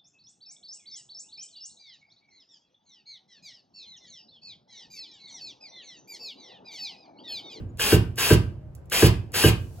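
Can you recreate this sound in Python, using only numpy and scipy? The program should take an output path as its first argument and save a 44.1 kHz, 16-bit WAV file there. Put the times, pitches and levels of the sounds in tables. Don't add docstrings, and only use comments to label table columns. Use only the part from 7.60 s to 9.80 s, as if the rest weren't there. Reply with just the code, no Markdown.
import sys
import numpy as np
from scipy import signal
from scipy.fft import rfft, irfft
from scipy.io import wavfile
from scipy.ndimage import uniform_filter1d

SR = 44100
rng = np.random.default_rng(int(sys.argv[2]) if len(sys.argv) > 2 else 0)


def pcm_store(signal):
    levels = np.round(np.clip(np.atleast_2d(signal), -1, 1) * 32767)
    wavfile.write(sys.argv[1], SR, levels.astype(np.int16).T)


def ratio(d):
    e = np.asarray(d, float) / 20
    return 10 ** e


N = 97020
LEAD_IN = 22050
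M = N + LEAD_IN
T = (np.arange(M) - LEAD_IN) / SR
F = np.fft.rfftfreq(M, 1 / SR) + 1e-3
LEFT_RIGHT = np.array([[1], [-1]])
LN_60DB = np.log(1000)
METAL_LEAD_S = .0057


def level(x, db):
    return x * ratio(db) / np.sqrt(np.mean(x ** 2))


def read(table, col=1):
    table = np.array(table, float)
    return np.interp(np.log(F), np.log(table[:, 0]), table[:, col])


def shaped(x, gain):
    return irfft(rfft(x) * gain, M)


def band(hz, width_hz):
    return 1 / (1 + 1j * (F - hz ** 2 / F) / width_hz)


def walk(rate_hz):
    k = int(SR / rate_hz)
    steps = np.repeat(rng.standard_normal(M // k + 1), k)
    return level(uniform_filter1d(uniform_filter1d(steps, k), k)[:M], 0)


def ring(at_s, hz, t60_s, late_cycles=0., build_cycles=0.35):
    out = np.zeros(M)
    start_s = at_s + late_cycles / hz
    i = int(start_s * SR) + LEAD_IN
    u = (T[i:i + int(1.5 * t60_s * SR)] - start_s).clip(0)
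    build = 1 - np.exp(-u * hz / build_cycles)
    out[i:i + len(u)] = np.exp(-LN_60DB * u / t60_s) * np.sin(2 * np.pi * hz * u) * build
    return out


def knock(at_s, db, modes, noise_db=-4, noise_s=0.009):
    detune = 1 + .02 * rng.standard_normal(len(modes))
    spit = rng.standard_normal(M) * np.exp(-(T - at_s).clip(0) / noise_s) * (T > at_s)
    spit = shaped(spit, sum(ratio(g) * band(f, f / 3) for f, g, _ in modes))
    tones = sum(ratio(g) * ring(at_s, f * e, t60) for (f, g, t60), e in zip(modes, detune))
    return ratio(db) * (tones + ratio(noise_db) * spit)


# trigger [t/s], gears engage [t/s], blow [t/s]
BURSTS = [
    (-.265, -.24, -.109),
    (.1725, .1965, .3273),
    (.5581, .5811, .7099),
    (1.2989, 1.3204, 1.4285),
    (1.7195, 1.7429, 1.8434),
]
# motor, blow, trigger, engage, crack [level/dB]
FORCES = [(-13.5, -7, 10.5, -4, -13.5), (-1, -2, -6.5, 3, -2), (-0.5, -0.95, -4, 1, 0.5),
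          (0.5, -0.4, 1, 3.5, 0), (0, -2.36, -4, -0.5, 2.5)]
# full-speed mesh [f/Hz], kick as the blow frees the motor [f/Hz], spin-up [t/s], blow to brake [t/s]
SPEEDS = [(2800, 100, .03, .03), (2830, 100, .034, .03), (2860, 40, .027, .02), (2800, 60, .03, .035),
          (2830, 170, .026, .01)]
# coasting after the blow [t/s], whine after the blow [level/dB]
COASTS = [(0.014, -5), (0.021, -3.5), (0.029, -17.5), (0.041, -3.5), (0.048, 6)]
# [f/Hz], [level/dB]
GEARS = [(150, 2), (500, 0.5), (1700, 1.5), (2700, 6), (5500, 0), (8500, 1), (11500, 0.5), (16000, -2)]
# [f/Hz], width [f/Hz], [level/dB]
HOUSING = [(432, 90, -44.5), (1670, 300, -52), (2762, 1170, -46.5), (3170, 150, -48), (4853, 1600, -43),
           (10830, 770, -47)]
# multiple of mesh [-], [level/dB]
WHINE = [(1, -37), (2, -54), (3, -45), (4, -42)]


def motor():
    brake_hz_per_s, mesh_per_turn, turn_beat = 20000, 6.5, 0.39
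    creep_s, creep_db, creep_db_per_s = .022, -9, 1500
    rise_s, fade_s, swell_db = .012, 0.01, -1
    bump_db, bump_lead_s, bump_s = 1, 0.019, 0.0064
    hz, env, freed_db = np.zeros((3, M))
    for burst, speeds, force, (coast_s, after_db) in zip(BURSTS, SPEEDS, FORCES, COASTS):
        _, on, blow = burst
        top_hz, kick_hz, spin_s, brake_s = speeds
        run = (T > on - creep_s) & (T < blow + .15)
        speed = top_hz * (1 - np.exp(-(T - on + .006).clip(0) / spin_s))
        speed = speed + kick_hz * (T > blow - METAL_LEAD_S)
        hz += run * (speed - brake_hz_per_s * (T - blow - brake_s).clip(0)).clip(200)
        creep = ratio(creep_db + creep_db_per_s * (T - on).clip(-1, 0))
        rise = creep + (1 - np.exp(-(T - on + 0.0039).clip(0) / rise_s))
        swell = swell_db * (T - blow).clip(-1, 0) / (blow - on)
        bump = bump_db * np.exp(-((T - blow + bump_lead_s) / bump_s) ** 2)
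        fade = np.exp(-(T - blow - coast_s).clip(0) / fade_s)
        env += run * rise * ratio(force[0] + swell + bump) * fade
        freed_db += run * after_db * (T > blow - bump_lead_s)
    phase = 2 * np.pi * np.cumsum(hz * (1 + .012 * walk(150))) / SR
    grit = rng.standard_normal(M) * (1 + turn_beat * np.sin(phase / mesh_per_turn))
    rattle = level(shaped(grit, ratio(read(GEARS))), -27.5)
    housing = sum(level(shaped(grit, band(f, w) ** 2), g) * ratio(1.0 * walk(60)) for f, w, g in HOUSING)
    whine = sum(ratio(g + freed_db + 5 * walk(70)) * np.sin(round(k) * phase) for k, g in WHINE)
    return env * (rattle + housing + whine * (hz / 2800) ** 3)


# [f/Hz], [level/dB], [t60/s]
CLICK = [(7400, -42, .006), (10500, -41, .006), (12500, -44, .005), (5200, -50, .008), (2500, -54, .01)]
# [f/Hz], [level/dB], [t60/s]
ENGAGE = [(1650, -24, .03), (2900, -29, .03), (4800, -36, .02), (500, -33, .05)]
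# [f/Hz], [level/dB], [t60/s]
CRACK = [(950, -27, .05), (1250, -26, .04), (1560, -17, .04), (2650, -28, .03), (620, -24, .07),
         (780, -28, .06)]
# [t/s], [level/dB]
TOUCHES = [
    (1.1508, -6),
    (1.257, -22),
]
# [t/s], [level/dB]
TAPS = [
    (1.18, -45),
    (1.215, -47),
]


def clicks():
    click_s = .004
    out = sum(knock(t, db, CLICK, 0.69, click_s) for t, db in TOUCHES)
    out = out + sum(knock(t, db, CRACK) for t, db in TAPS)
    for (pull, on, blow), (_, _, pull_db, on_db, hit_db) in zip(BURSTS, FORCES):
        out = out + knock(pull, pull_db, CLICK, 1.1, click_s)
        out = out + knock(on, on_db, ENGAGE)
        out = out + knock(blow - METAL_LEAD_S, hit_db, CRACK)
    return out


# [f/Hz], [level/dB], [t60/s], polarity [-]
BOARDS = [(55.5, -21.4, 0.443, -1), (69.5, -14.0, 0.364, -1), (86.3, -22.2, 0.829, 1),
          (99.4, -16.1, 0.465, -1), (111.8, -11.7, 0.39, -1), (126.1, -29.8, 1.2, 1),
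          (140.1, -13.3, 0.282, -1), (170.0, -19.0, 0.229, 1), (178.8, -21.3, 0.355, -1),
          (211.2, -39.7, 0.81, 1), (230.5, -19.1, 0.252, 1)]
# [f/Hz], [level/dB], [t60/s], polarity [-]
HUTCH = [(264.7, -27.6, 0.387, 1), (313.7, -14.3, 0.213, -1), (339.8, -25.8, 0.377, -1),
         (350.0, -21.8, 0.409, 1), (368.5, -21.5, 0.257, 1), (394.4, -22.4, 0.147, -1),
         (423.6, -14.4, 0.183, -1), (453.5, -14.0, 0.11, 1), (485.1, -26.3, 0.187, -1),
         (546.9, -24.6, 0.126, 1), (599.6, -33.3, 0.229, 1)]


def wood_modes(modes, db, pan_db, longest_s):
    late_cycles, build_cycles = .465, 1.02
    out = 0
    side_db = pan_db + 1.4 * rng.standard_normal(len(modes))
    vary_db = 0.4 * rng.standard_normal((len(BURSTS), len(modes)))
    for k, (f, g, t60, sign) in enumerate(modes):
        mode = sum(ratio(force[1] + v) * ring(burst[2] - METAL_LEAD_S, f, min(t60, longest_s),
                                            late_cycles, build_cycles)
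                   for burst, force, v in zip(BURSTS, FORCES, vary_db[:, k]))
        out = out + sign * ratio(db + g + LEFT_RIGHT / 2 * side_db[k]) * mode
    return out


def boom():
    boards = wood_modes(BOARDS, db=3, pan_db=-2.4, longest_s=.75)
    return boards + wood_modes(HUTCH, db=3, pan_db=.6, longest_s=.28)


# [f/Hz], width [f/Hz], [level/dB], [t60/s]
SHAKE = [(112.4, 83, -36.5, 1), (260, 125, -34.5, 0.65), (517, 210, -38.5, 0.44), (694, 370, -44, 0.36)]


def shake():
    out = 0
    for hz, width_hz, db, t60 in SHAKE:
        env = 0
        for _, _, blow in BURSTS:
            env = env + np.exp(-LN_60DB * (T - blow).clip(0) / t60) * ((T - blow) * 50).clip(0, 1)
        mid, side = shaped(rng.standard_normal((2, M)), band(hz, width_hz) ** 2)
        out = out + env * level(mid + min(hz / 700, 1) * side * LEFT_RIGHT, db)
    return out


# [f/Hz], [t60/s], [level/dB], stereo width 0-1 [-]
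ROOM = [(95.3, 0.82, -23.5, 0.08), (256, 0.33, -18, 0.2), (870, 0.31, -11, 0.95), (3130, 0.22, -15, 1),
        (6900, 0.11, -14, 0.5), (14000, 0.2, -22, 0.9)]


def echo(x):
    delay_s = 0.0054
    u, tail = np.arange(M) / SR - delay_s, 0
    for hz, t60, db, width in ROOM:
        decay = np.exp(-LN_60DB * u / t60) * (u > 0) * (u < 1)
        mid, side = shaped(rng.standard_normal((2, M)), band(hz, hz)) * decay
        part = mid + np.clip(width, 0, 1) * side * LEFT_RIGHT
        tail = tail + ratio(db) * part / np.sqrt(t60 * SR / (2 * LN_60DB)) / np.sqrt(np.pi * hz / SR)
    return shaped(x, rfft(tail))


# [t/s], length [t/s], [f/Hz], [level/dB], overtone [level/dB]
BIRDS = [
    (.085, .035, 6850, -72, -40),
    (2.182, .03, 700, -47, -11),
    (.97, .14, 620, -63, -30),
]


def birds():
    out = 0
    for at, length_s, hz, db, over_db in BIRDS:
        phase = 2 * np.pi * hz * np.cumsum(1 + .01 * walk(40)) / SR
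        env = np.sin(np.pi * ((T - at) / length_s).clip(0, 1))
        out = out + ratio(db) * env * (np.sin(phase) + ratio(over_db) * np.sin(2 * phase))
    return out


# [f/Hz], [level/dB]
BARN = [(30, -6), (120, -2), (200, -20), (600, -27), (1500, -44), (3500, -58), (7000, -64), (16000, -68)]


def barn():
    rumble = 0
    for hz in 40 * 2. ** np.arange(9):
        mid, side = shaped(rng.standard_normal((2, M)), ratio(read(BARN)) * band(hz, hz * 2.1))
        rumble = rumble + ratio(2 * walk(7.2)) * (mid + min(hz / 800, 1) * side * LEFT_RIGHT)
    rustle_at_s = 1.92
    rustle = shaped(rng.standard_normal((2, M)), band(8000, 14000)) * ratio(2 * walk(25.63))
    return level(rumble, -44.5) + level(rustle, -60) * ((T - rustle_at_s) * 10).clip(0, 1)


# [f/Hz], left lead [rad]
PORTS = [(0, 0), (1600, -.6), (3200, 1.2), (5400, 2.8), (6900, 0), (9100, -3.14), (13750, -9.42),
         (17000, -14)]
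# [f/Hz], L-R [level/dB]
BALANCE = [(300, -.5), (1500, 2), (5000, 0), (16000, -0.5)]


def scene():
    near, wood = motor() + clicks() + birds(), boom()
    wood_echo_db = -12
    direct = near + echo(near + ratio(wood_echo_db) * wood.mean(axis=0))
    lead_rad = np.interp(F, *np.array(PORTS).T)
    half = LEFT_RIGHT / 2
    heard = shaped(direct, ratio(half * read(BALANCE)) * np.exp(1j * half * lead_rad))
    return (heard + wood + shake() + barn())[:, LEAD_IN:]


def top_cut(x):
    return signal.sosfilt(signal.butter(12, 17110, fs=SR, output="sos"), x)


# low [f/Hz], high [f/Hz]
MID_GAPS = [(8600, 9600), (13100, 14400)]
# low [f/Hz], high [f/Hz]
SIDE_GAPS = [(6900, 7500), (11300, 12050)]


def record(dry):
    top_hz, edge_hz = 15950, 160
    hz = np.fft.rfftfreq(N, 1 / SR)

    def edge(off_hz):
        return np.sin(np.pi / 2 * (off_hz / edge_hz + 1).clip(0, 1)) ** 2

    def keep(gaps):
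        outside = [edge(np.maximum(lo - hz, hz - hi)) for lo, hi in gaps]
        return np.prod(outside, axis=0) * edge(top_hz - hz)

    mid = irfft(rfft(dry[0] + dry[1]) / 2 * keep(MID_GAPS), N)
    side = irfft(rfft(dry[0] - dry[1]) / 2 * keep(SIDE_GAPS), N)
    bass_cut = signal.butter(2, 30, "high", fs=SR, output="sos")
    mix = signal.sosfilt(bass_cut, np.array([mid + side, mid - side]))
    return top_cut(mix)


dry = scene()
out = record(dry)
pcm_store(out)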